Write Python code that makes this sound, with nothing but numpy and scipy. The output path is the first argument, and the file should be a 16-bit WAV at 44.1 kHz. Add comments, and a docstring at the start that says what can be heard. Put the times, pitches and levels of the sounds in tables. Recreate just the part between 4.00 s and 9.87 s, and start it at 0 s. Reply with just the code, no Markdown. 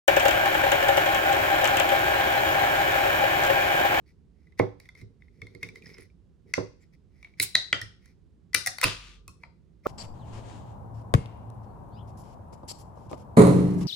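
"""A drink can is opened on a wooden desk, close up in a small room with a low ventilation rumble.
For three seconds fingernails pick at the tab: ticks, scrapes and squeaks ring the lid, and the can
knocks on the desk. At 3.4 s the seal cracks with a short hiss of gas, then the tab creaks and snaps.
From 4.5 s the lid tears open and crinkles, foam fizzes briefly, and at 5.9 s the can knocks once more."""
import sys
import numpy as np
from scipy import signal
from scipy.fft import rfft, irfft, next_fast_len
from scipy.io import wavfile
from scipy.ndimage import uniform_filter1d

SR = 44100
rng = np.random.default_rng(int(sys.argv[2]) if len(sys.argv) > 2 else 0)


def unload_wav(signal):
    """Save mono or channel-first audio to the path in sys.argv[1] as 16-bit WAV at rate SR, clipped to [-1, 1]."""
    wavfile.write(
        sys.argv[1],
        SR,
        np.round(np.clip(np.atleast_2d(signal).T, -1, 1) * 32767).astype(np.int16),
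    )


N = 258867
TIME = np.arange(N) / SR

# The tab snaps back, the seal cracks, the lid tears. Each row: start in seconds, level in dB,
# sharpness in dB, hollow shell in dB, lid pitch in Hz, left over right in dB.
TAB_SNAPS = [(2.538, -23, -25, -21.5, 2140, 0.5), (3.399, -22.5, -8.5, -32, 2220, -0.5),
             (3.5526, -18.5, -21.5, -18.5, 1926, 2), (3.7279, -17.5, -48.5, -14, 2000, -1.5),
             (3.815, -34.5, -16, -19, 1900, 2), (4.532, -40.5, -23.5, -16, 2010, 4.5),
             (4.5445, -24.5, -2.5, -15, 2130, 6), (4.547, -20, -2.5, -23.5, 2040, 5),
             (4.662, -32, 0, -18.5, 2070, 5), (4.671, -29, -1, -17, 2030, -4),
             (4.675, -30.5, -6.5, -14, 1900, 8), (4.784, -37.5, -12.5, -7, 2080, 8),
             (4.8141, -34, -2, -9, 2070, 3.5), (4.829, -28.5, -30.5, -0.5, 2330, 8.5),
             (4.833, -29.5, -9.5, 3.5, 2070, -7), (4.837, -31, 0, -4, 2180, -4.5),
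             (4.841, -21.5, -5.5, -7.5, 2330, -1.5), (5.279, -52.5, 3, -4.5, 2550, 5.5),
             (5.435, -50.5, -39, -1.5, 2180, 8)]
# The nail slips off the tab onto the lid. Each row: start in seconds, level in dB, nail edge in dB,
# lid pitch in Hz.
NAIL_TICKS = [(.47, -62, -13.5, 2010), (.522, -63, -9.5, 2050), (.592, -33, 0.5, 1960),
              (.598, -34.5, -8.5, 1940), (0.8, -54.5, 12.5, 2230), (.855, -57, -2, 2040),
              (0.889, -45.5, -3.5, 2074), (.951, -51.5, -4.5, 2134), (1.014, -54, 1, 2110),
              (1.221, -55, -32, 2160), (1.282, -62.5, -18, 2130), (1.417, -39.5, -8.5, 2177),
              (1.468, -48, -4, 2123), (1.549, -47.5, -2, 2140), (1.63, -37, 5, 2140),
              (1.688, -44, -2, 2305), (1.757, -45, -2, 2080), (1.771, -56.5, -1, 2150),
              (1.822, -52.5, -6, 2400), (1.861, -50, -25.5, 1925), (1.9, -53.5, -20, 2110),
              (1.983, -53.5, 7.5, 2008), (2.1, -67.5, -10, 2320), (3.228, -50, -2, 2290),
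              (3.246, -43.5, -15.5, 2225), (3.337, -61, -16.5, 2300), (4.058, -64.5, 16.5, 2020)]
# The edges in Hz of the five bands that shape a click.
BAND_EDGES_HZ = [500, 1500, 2800, 4800, 8000, 16000]
# Band by band: the tone of a snap or tick in dB, and the share it takes of sharpness, shell or nail edge.
SNAP_DB, TICK_DB = [-1, 0, -9, -3.5, 1.5], [-16.5, -1, -18, -16.5, -18]
SHARP_SHARE, SHELL_SHARE = [0.014, 0.017, 0.2, 0.29, 0.88], [1, 0, 0.35, 0, 0.07]
EDGE_SHARE = [0.36, 0, 0.29, 0.77, 0.9]
# The can top's ring, besides the lid's main mode. Each row: pitch in Hz, width in Hz, level in dB.
CAN_MODES = [(703.7, 70, -29), (1032, 38, -21), (1534, 200, -28), (2000, 320, -11.5), (2394, 43, -11.5),
             (3330, 150, -14), (3814, 204, -1), (4480, 466, -6), (5410, 1000, -7), (5810, 1184, -8.5),
             (10000, 860, -17.5), (14000, 980, -22.5)]
# Ringing notes of the can as the tab bends, the lid is tapped, or the can knocks on the desk.
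# Each row: peak time in seconds, pitch in Hz, level in dB, build-up in seconds, t60 in seconds.
CAN_PINGS = [(.598, 2110, -23.5, .0022, 0.075), (1.631, 2132, -24, 0.0016, 0.047),
             (3.401, 3960, -26.5, .0006, 0.065), (3.5543, 3920, -6.5, .002, 0.0056),
             (3.5545, 4268, -10.5, .0017, 0.0089), (3.557, 3870, -28.5, 0.00084, 0.15),
             (3.7295, 3280, -11.5, .0004, 0.0099), (3.729, 1515, -13, .0005, 0.01),
             (4.548, 2930, -21.5, .0008, 0.0079), (4.549, 1400, -25.5, .0008, 0.024),
             (4.672, 741.6, -32, .003, 0.022), (4.833, 1148, -32.5, .002, 0.074),
             (4.85, 1202, -51, .002, 0.81), (4.842, 2690, -15, .002, 0.016),
             (5.281, 1070, -49.5, .0006, 0.074), (5.436, 949, -44.5, .0009, 0.045),
             (5.436, 2055, -39.5, .0006, 0.032), (5.436, 2404, -40, 0.001, 0.032),
             (5.86, 1261, -25.5, .0014, 0.1), (5.86, 597.3, -27.5, 0.0024, 0.056)]
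# The can lands hard on the desk or recoils softly after a click. Each row: start in seconds,
# level in dB, hardness as a cutoff in Hz.
DESK_KNOCKS = [(0.597, -21, 1085), (1.017, -45.5, 112), (1.42, -47.5, 166), (1.548, -50.5, 400),
               (1.633, -46.5, 191), (1.984, -54, 450), (2.579, -28.5, 1332), (3.4, -43, 230),
               (3.555, -50.5, 301.7), (3.728, -43, 220), (3.818, -46.5, 98.6), (4.548, -44.5, 220),
               (4.674, -54.5, 119.6), (4.846, -33, 228.2), (5.28, -56.5, 131), (5.862, -26.5, 1039)]
# The body of the desk and full can. Each row: pitch in Hz, level in dB, t60 in seconds.
DESK_MODES = [(104, -2, 0.23), (133, -1.5, 0.11), (181, -7, 0.17), (242, -9.5, .11), (290, -1, 0.21),
              (365, -6, 0.19), (386.3, -2, 0.14), (464, 6, 0.09), (487, -1, 0.2), (512.3, -3, 0.059),
              (637, -11, .13), (780, -10, 0.047), (890, -11.5, 0.087), (1041, -8, .12), (1084, -13.5, 0.1),
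              (1310, -18, 0.068)]
# Squeaks of the nail. Each row: midpoint in seconds, length in seconds, pitch in Hz, level in dB.
NAIL_SQUEAKS = [(0.08, 0.068, 4540, -75), (1.868, 0.03, 5190, -51), (1.862, .05, 2050, -66.5),
                (1.942, 0.032, 5260, -57), (1.97, .18, 2170, -60.5), (2.019, .06, 10400, -61),
                (2.819, 0.047, 7350, -70), (3.27, .07, 2270, -65.5)]
# Nail strokes and shifts of the hand. Each row: midpoint in seconds, length in seconds, level in dB.
NAIL_STROKES = [(.092, 0.1, -66.5), (.45, 0.3, -77.5), (.588, 0.034, -51), (.846, 0.15, -65.5),
                (.997, 0.12, -57.5), (1.236, .12, -75.5), (1.49, 0.58, -71.5), (1.66, 0.14, -57),
                (1.769, 0.095, -58), (1.895, 0.22, -56.5), (2.016, 0.14, -57.5), (2.505, 0.11, -65.5),
                (2.827, 0.087, -67.5), (2.941, 0.0476, -64.5), (3.23, 0.32, -70), (3.386, 0.035, -57.5),
                (4.069, 0.18, -65), (4.814, 0.032, -51), (5.433, 0.086, -68.5), (5.865, 0.079, -55.5)]
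GRIP_SHIFTS = [(1.03, 0.28, -61.5), (5.4, .2, -71), (1.48, 0.28, -54.5), (1.69, 0.26, -53),
               (1.87, 0.37, -57.5), (2.0, 0.1, -55), (2.48, 0.12, -59)]
# Tone curves of the noises and the reverb. Each row: frequency in Hz, gain in dB.
GAS_EQ = [(500, -20.5), (1400, -14), (2200, -2), (3000, -9), (3900, -4), (5000, -8.5), (7500, -0.5),
          (9800, 6), (13000, -3), (15500, 1.5)]
FOAM_EQ = [(200, -3.5), (600, -13.5), (1200, 0.5), (1700, 0), (2600, 6.5), (4000, 2), (6500, -5),
           (10000, -14), (13000, -30.5), (16000, -35)]
SCRAPE_EQ = [(400, -25.5), (1200, -12), (1720, -8), (1950, 8), (2300, 6), (2800, -17), (4000, -10.5),
             (5300, -5), (7500, -21), (10500, -14), (13000, -21.5), (16000, -18.5)]
GRIP_EQ = [(60, -15), (130, 5.5), (300, -3), (460, 3), (600, -20.5), (1200, -30.5), (3000, -54.5)]
ROOM_EQ = [(100, 2), (700, -0.5), (1400, -3), (2100, -15.5), (3000, -3.5), (5500, -4), (8000, -8.5),
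           (11300, -13), (12800, -18), (16000, -10.5)]
AIR_EQ = [(25, -16.5), (50, 1.5), (95, -3), (120, -8), (175, -5), (210, -11), (290, -17), (390, -16),
          (620, -33.5), (1200, -39.5), (2500, -45), (4500, -47.5), (9500, -55), (13000, -67)]
# The room's decay. Each row: frequency in Hz, t60 in seconds.
ROOM_DECAY = [(100, .35), (500, .37), (2000, .43), (5000, .45), (8000, .4), (11000, .34), (16000, .22)]


def lid_click(band_db, lid_hz, pan_db, lead_s, grit=0.15, build_s=0.00041, grit_decay_s=0.0022):
    """A slip rings the can top. A light touch favours the main mode; pressing damps it, wakes the rest."""
    t = np.arange(2048) / SR
    pressure = np.clip((max(band_db) + 41) / 20, 0, 1)
    width_hz = 65 + 185 * pressure
    main_mode = width_hz / 100 * damped_sine(lid_hz, width_hz, t)
    others = sum((-1) ** k * amp(db) * width / 100 * damped_sine(hz * rng.uniform(0.93, 1.02), width, t)
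                 for k, (hz, width, db) in enumerate(CAN_MODES))
    others[0] += 0.53  # the bare tick of contact
    ring = main_mode + (0.47 + 0.53 * pressure) * others
    envelope = np.exp(np.minimum((t - lead_s) / build_s, (lead_s - t) / grit_decay_s))
    slips = grit * rng.standard_normal((3, len(t))) * envelope  # shared, left, right
    slips[0, round(lead_s * SR)] += 1
    rung = signal.fftconvolve(slips, ring[None], axes=1)[:, :len(t)]
    out = 0
    for db, low, high in zip(band_db, BAND_EDGES_HZ, BAND_EDGES_HZ[1:]):
        band = filtered(rung, [low, high], "band", order=4)
        stereo = place(unit(band[0]), pan_db) + 0.6 * unit(band[1:])
        out = out + amp(db) * unit(stereo)
    return out * np.sqrt(0.01 * SR / len(t))  # level as if packed into 10 ms


def snaps_and_ticks(tick_pan_db=-3, tick_send_db=-4, snap_send_db=-2, lead_s=0.004):
    """Tab and nail strike the same can top. 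Returns the direct sound and the reverb send."""
    direct, send = np.zeros((2, 2, N))
    hits = []
    for s, db, edge_db, lid_hz in NAIL_TICKS:
        band_db = db + np.array(TICK_DB) + edge_db * np.array(EDGE_SHARE)
        hits.append((s, band_db, lid_hz, tick_pan_db, tick_send_db))
    for s, db, sharp_db, shell_db, lid_hz, pan_db in TAB_SNAPS:
        tone_db = sharp_db * np.array(SHARP_SHARE) + shell_db * np.array(SHELL_SHARE)
        hits.append((s, db + tone_db + SNAP_DB, lid_hz, pan_db, snap_send_db))
    for s, band_db, lid_hz, pan_db, send_db in hits:
        click = lid_click(band_db, lid_hz, pan_db, lead_s)
        add(direct, s - lead_s, click)
        add(send, s - lead_s, amp(send_db) * click)
    return direct, send


def can_pings(pan_db=1):
    """A bend, tap or knock rings the can: each note rises fast and dies away with a shaky pitch."""
    out, t = np.zeros((2, N)), np.arange(-SR // 20, SR // 2) / SR
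    for s, hz, db, build_s, t60 in CAN_PINGS:
        envelope = np.exp(np.minimum(t / build_s, -np.log(1000) * t / t60))
        shake = 0.05 * unit(uniform_filter1d(rng.standard_normal(len(t)), size=130))
        note = np.sin(2 * np.pi * np.cumsum(hz * (1 + shake)) / SR)
        add(out, s + t[0], place(amp(db) * envelope * note, pan_db))
    return out


def desk_knocks(pan_db=-5, crack_db=-9, crack_s=0.0029, rattle=0.41, rattle_s=0.019):
    """The can hits the desk with a crack and a short rattle; a soft push wakes only the lowest modes."""
    out, t = np.zeros((2, N)), np.arange(SR // 2) / SR
    hz, mode_db, t60 = np.transpose(DESK_MODES)[:, :, None]
    attack = 1 - np.exp(-2 * t * hz)  # each mode takes about a cycle to get going
    envelope = attack * amp(mode_db - 60 * t / t60)
    stereo_phase = np.minimum(hz / 300, 2) * np.array([0, -1])[:, None, None]  # higher modes sound wider
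    for s, db, hardness_hz in DESK_KNOCKS:
        phase = rng.uniform(0, 2 * np.pi, hz.shape) + stereo_phase
        ring = (envelope * np.sin(2 * np.pi * hz * t + phase)).sum(1)
        thud = unit(filtered(ring, hardness_hz, "low"))
        noise = rng.standard_normal((2, len(t))) * (np.exp(-t / crack_s) + rattle * np.exp(-t / rattle_s))
        crack = unit(filtered(noise, [hardness_hz / 6, hardness_hz], "band", order=3))
        knock = unit((thud + amp(crack_db) * crack) * amp([[pan_db], [0]]))
        add(out, s, amp(db) * knock / np.sqrt(10))  # level as if packed into 50 ms
    return out


def gas_hiss(s=3.431, rise_s=0.014):
    """The cracked seal lets out one puff of gas, then a dying leak."""
    puff = burst(s, rise_s, db=-22, t60=0.07)
    leak = burst(s, rise_s, db=-44, t60=0.25)
    return (puff + leak) * grains(GAS_EQ, per_s=6700, spread_db=7, wash=1, pan_db=-2)


def crinkle_and_foam(fizz_s=5.065, fizz_length_s=0.34, fizz_db=-55):
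    """The torn lid crinkles, then foam swells in the opening and settles."""
    crinkle = burst(s=4.866, rise_s=0.034, db=-30, t60=0.34)
    fizz = swells([(fizz_s, fizz_length_s, fizz_db)])
    return (crinkle + fizz) * grains(FOAM_EQ, per_s=1800, spread_db=3.5, wash=0.91, pan_db=7)


def desk_sway(s=4.846, hz=47, sway_db=-47, length_s=0.62, jolt_db=-30, jolt_t60=0.07):
    """The jolt of the opening leaves the desk swaying briefly at a low note."""
    t = np.maximum(TIME - s, 0)
    jolt = amp(jolt_db - 60 * t / jolt_t60)
    tail = amp(sway_db) * np.clip(1 - t / length_s, 0, 1)
    return (jolt + tail) * np.sin(2 * np.pi * hz * t)


def nail_scrapes():
    """The sliding nail makes a fine rasp, with sparse catches that ring the lid."""
    rasp = grains(SCRAPE_EQ, per_s=900, spread_db=4.5, wash=1, pan_db=2.5)
    catches = grains(SCRAPE_EQ, per_s=150, spread_db=3, wash=0.1, pan_db=1)
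    return swells(NAIL_STROKES) * (amp(-2.5) * rasp + amp(-7.5) * catches)


def nail_squeaks(slips_per_s=700, width_hz=170, pan_db=-4):
    """The nail sticks and slips in uneven runs that keep one resonance of the lid singing."""
    out = np.zeros((2, N))
    for s, length, hz, db in NAIL_SQUEAKS:
        t = np.arange(int(length * SR)) / SR
        slips = (rng.random(SR) < slips_per_s / SR) * rng.exponential(1, SR)
        ring = signal.fftconvolve(slips[:len(t)], damped_sine(hz, width_hz, t))[:len(t)]
        add(out, s - length / 2, place(amp(db) * unit(ring) * np.hanning(len(t)), pan_db))
    return out


def hand_grip():
    """The hand shifts on the can with a dull, grainy rub."""
    return swells(GRIP_SHIFTS) * grains(GRIP_EQ, per_s=220, spread_db=6.5, wash=0.5, pan_db=-8)


def room_reverb(send, gap_s=0.007, tail_db=-3):
    """Desk and wall answer after a short gap and fade fast; a weaker tail dies away band by band."""
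    t = TIME[:int(0.7 * SR)]
    fade_in = np.clip((t - gap_s / 2) / gap_s, 0, 1)
    echoes_per_s = 2000 + 30000 * t
    signs = rng.choice([-1., 1.], (2, len(t)))
    echoes = signs * (rng.random((2, len(t))) < echoes_per_s / SR) / np.sqrt(1 + 15 * t)
    hz, frame_s, spectra = signal.stft(echoes, SR, nperseg=256)
    fall_db = -60 * frame_s / curve_at(ROOM_DECAY, hz)[:, None]
    early = signal.istft(spectra * amp(2 * fall_db), SR, nperseg=256)[1][:, :len(t)]
    tail = signal.istft(spectra * amp(fall_db), SR, nperseg=256)[1][:, :len(t)]
    response = unit(early * fade_in) + amp(tail_db) * unit(tail * fade_in)
    response = equalise(response, ROOM_EQ) / np.sqrt(2 * len(t))
    return signal.fftconvolve(send, response, axes=1)[:, :N]


def ventilation(db=-58, width=0.97, pan_db=-5):
    """A steady bed of low ventilation rumble and faint hiss."""
    noise = filtered(equalise(rng.standard_normal((3, N)), AIR_EQ), 42, "high", order=4)
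    return amp(db) * unit(noise[0] + width * noise[1:]) * pan_gains(pan_db)


def grains(eq, per_s, spread_db, wash, pan_db):
    """Tiny random ticks over a smooth wash, at rms 1."""
    ticks = (rng.random(N) < per_s / SR) * rng.choice([-1, 1], N)
    gains = amp(spread_db * np.minimum(rng.exponential(1, N), 3))
    crackle = place(unit(equalise(ticks * gains, eq)), pan_db)
    hiss = unit(equalise(rng.standard_normal((2, N)), eq))
    return unit(crackle + wash * hiss)


def swells(rows):
    """One smooth swell for each row, silence in between."""
    return sum(amp(db) * np.cos(np.pi * np.clip((TIME - s) / length, -0.5, 0.5)) ** 2
               for s, length, db in rows)


def burst(s, rise_s, db, t60):
    """An envelope that rises smoothly to its peak at time s, then dies away."""
    attack = np.exp(-(np.minimum(TIME - s, 0) / rise_s) ** 2)
    return attack * amp(db - 60 * np.maximum(TIME - s, 0) / t60)


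def damped_sine(hz, width_hz, t):
    """One resonance: the wider it is, the shorter it rings."""
    return np.exp(-np.pi * width_hz * t) * np.sin(2 * np.pi * hz * t)


def place(x, pan_db, lag_s=32e-6):
    """Pans by up to 8 dB. The can stands near the left microphone, so the right hears it a touch later."""
    size = next_fast_len(len(x))
    delay = np.exp(-2j * np.pi * np.fft.rfftfreq(size, 1 / SR) * lag_s)
    right = irfft(rfft(x, size) * delay, size)[:len(x)]
    return np.array([x, right]) * unit(pan_gains(np.clip(pan_db, -8, 8)))


def pan_gains(db):
    """Stereo gains; positive leans left."""
    return amp([[db / 2], [-db / 2]])


def amp(db):
    """Decibels to gain."""
    return 10 ** (np.asarray(db) / 20)


def unit(x):
    """Scales to rms 1."""
    return x / np.sqrt(np.mean(x ** 2) + 1e-30)


def curve_at(points, hz):
    """Reads a curve on a log-frequency axis."""
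    point_hz, value = np.transpose(points)
    return np.interp(np.log(hz + 1), np.log(point_hz), value)


def equalise(x, eq):
    """Shapes x with a tone curve."""
    size = next_fast_len(x.shape[-1])
    gain = amp(curve_at(eq, np.fft.rfftfreq(size, 1 / SR)))
    return irfft(rfft(x, size) * gain, size)[..., :x.shape[-1]]


def filtered(x, hz, kind, order=2):
    """Causal Butterworth filter."""
    return signal.sosfilt(signal.butter(order, hz, kind, fs=SR, output="sos"), x)


def add(mix, s, sound):
    """Mixes a stereo sound in at time s."""
    part = mix[:, max(round(s * SR), 0):][:, :sound.shape[1]]
    part += sound[:, :part.shape[1]]


def scene(texture_send_db=-7, knock_send_db=-9, ping_send_db=-5, send_pan_db=3):
    """Can and desk up front, the room around them; the can's reverb leans left."""
    clicks, click_send = snaps_and_ticks()
    textures = hand_grip() + nail_squeaks() + nail_scrapes() + gas_hiss() + crinkle_and_foam()
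    knocks, pings = desk_knocks(), can_pings()
    can_send = click_send + amp(texture_send_db) * textures + amp(ping_send_db) * pings
    reverb = room_reverb(can_send * pan_gains(send_pan_db) + amp(knock_send_db) * knocks)
    return clicks + textures + knocks + pings + desk_sway() + reverb + ventilation()


def record(dry, ceiling=0.91, cutoff_hz=16300):
    """A soft clip rounds the loudest peaks, then a steep low-pass trims the very top."""
    rounded = dry / (1 + (dry / ceiling) ** 4) ** (1 / 4)
    low_pass = signal.firwin(511, cutoff_hz, window=("kaiser", 9), fs=SR)
    return signal.oaconvolve(rounded, low_pass[None], "same")


dry = scene()
out = record(dry)
unload_wav(out)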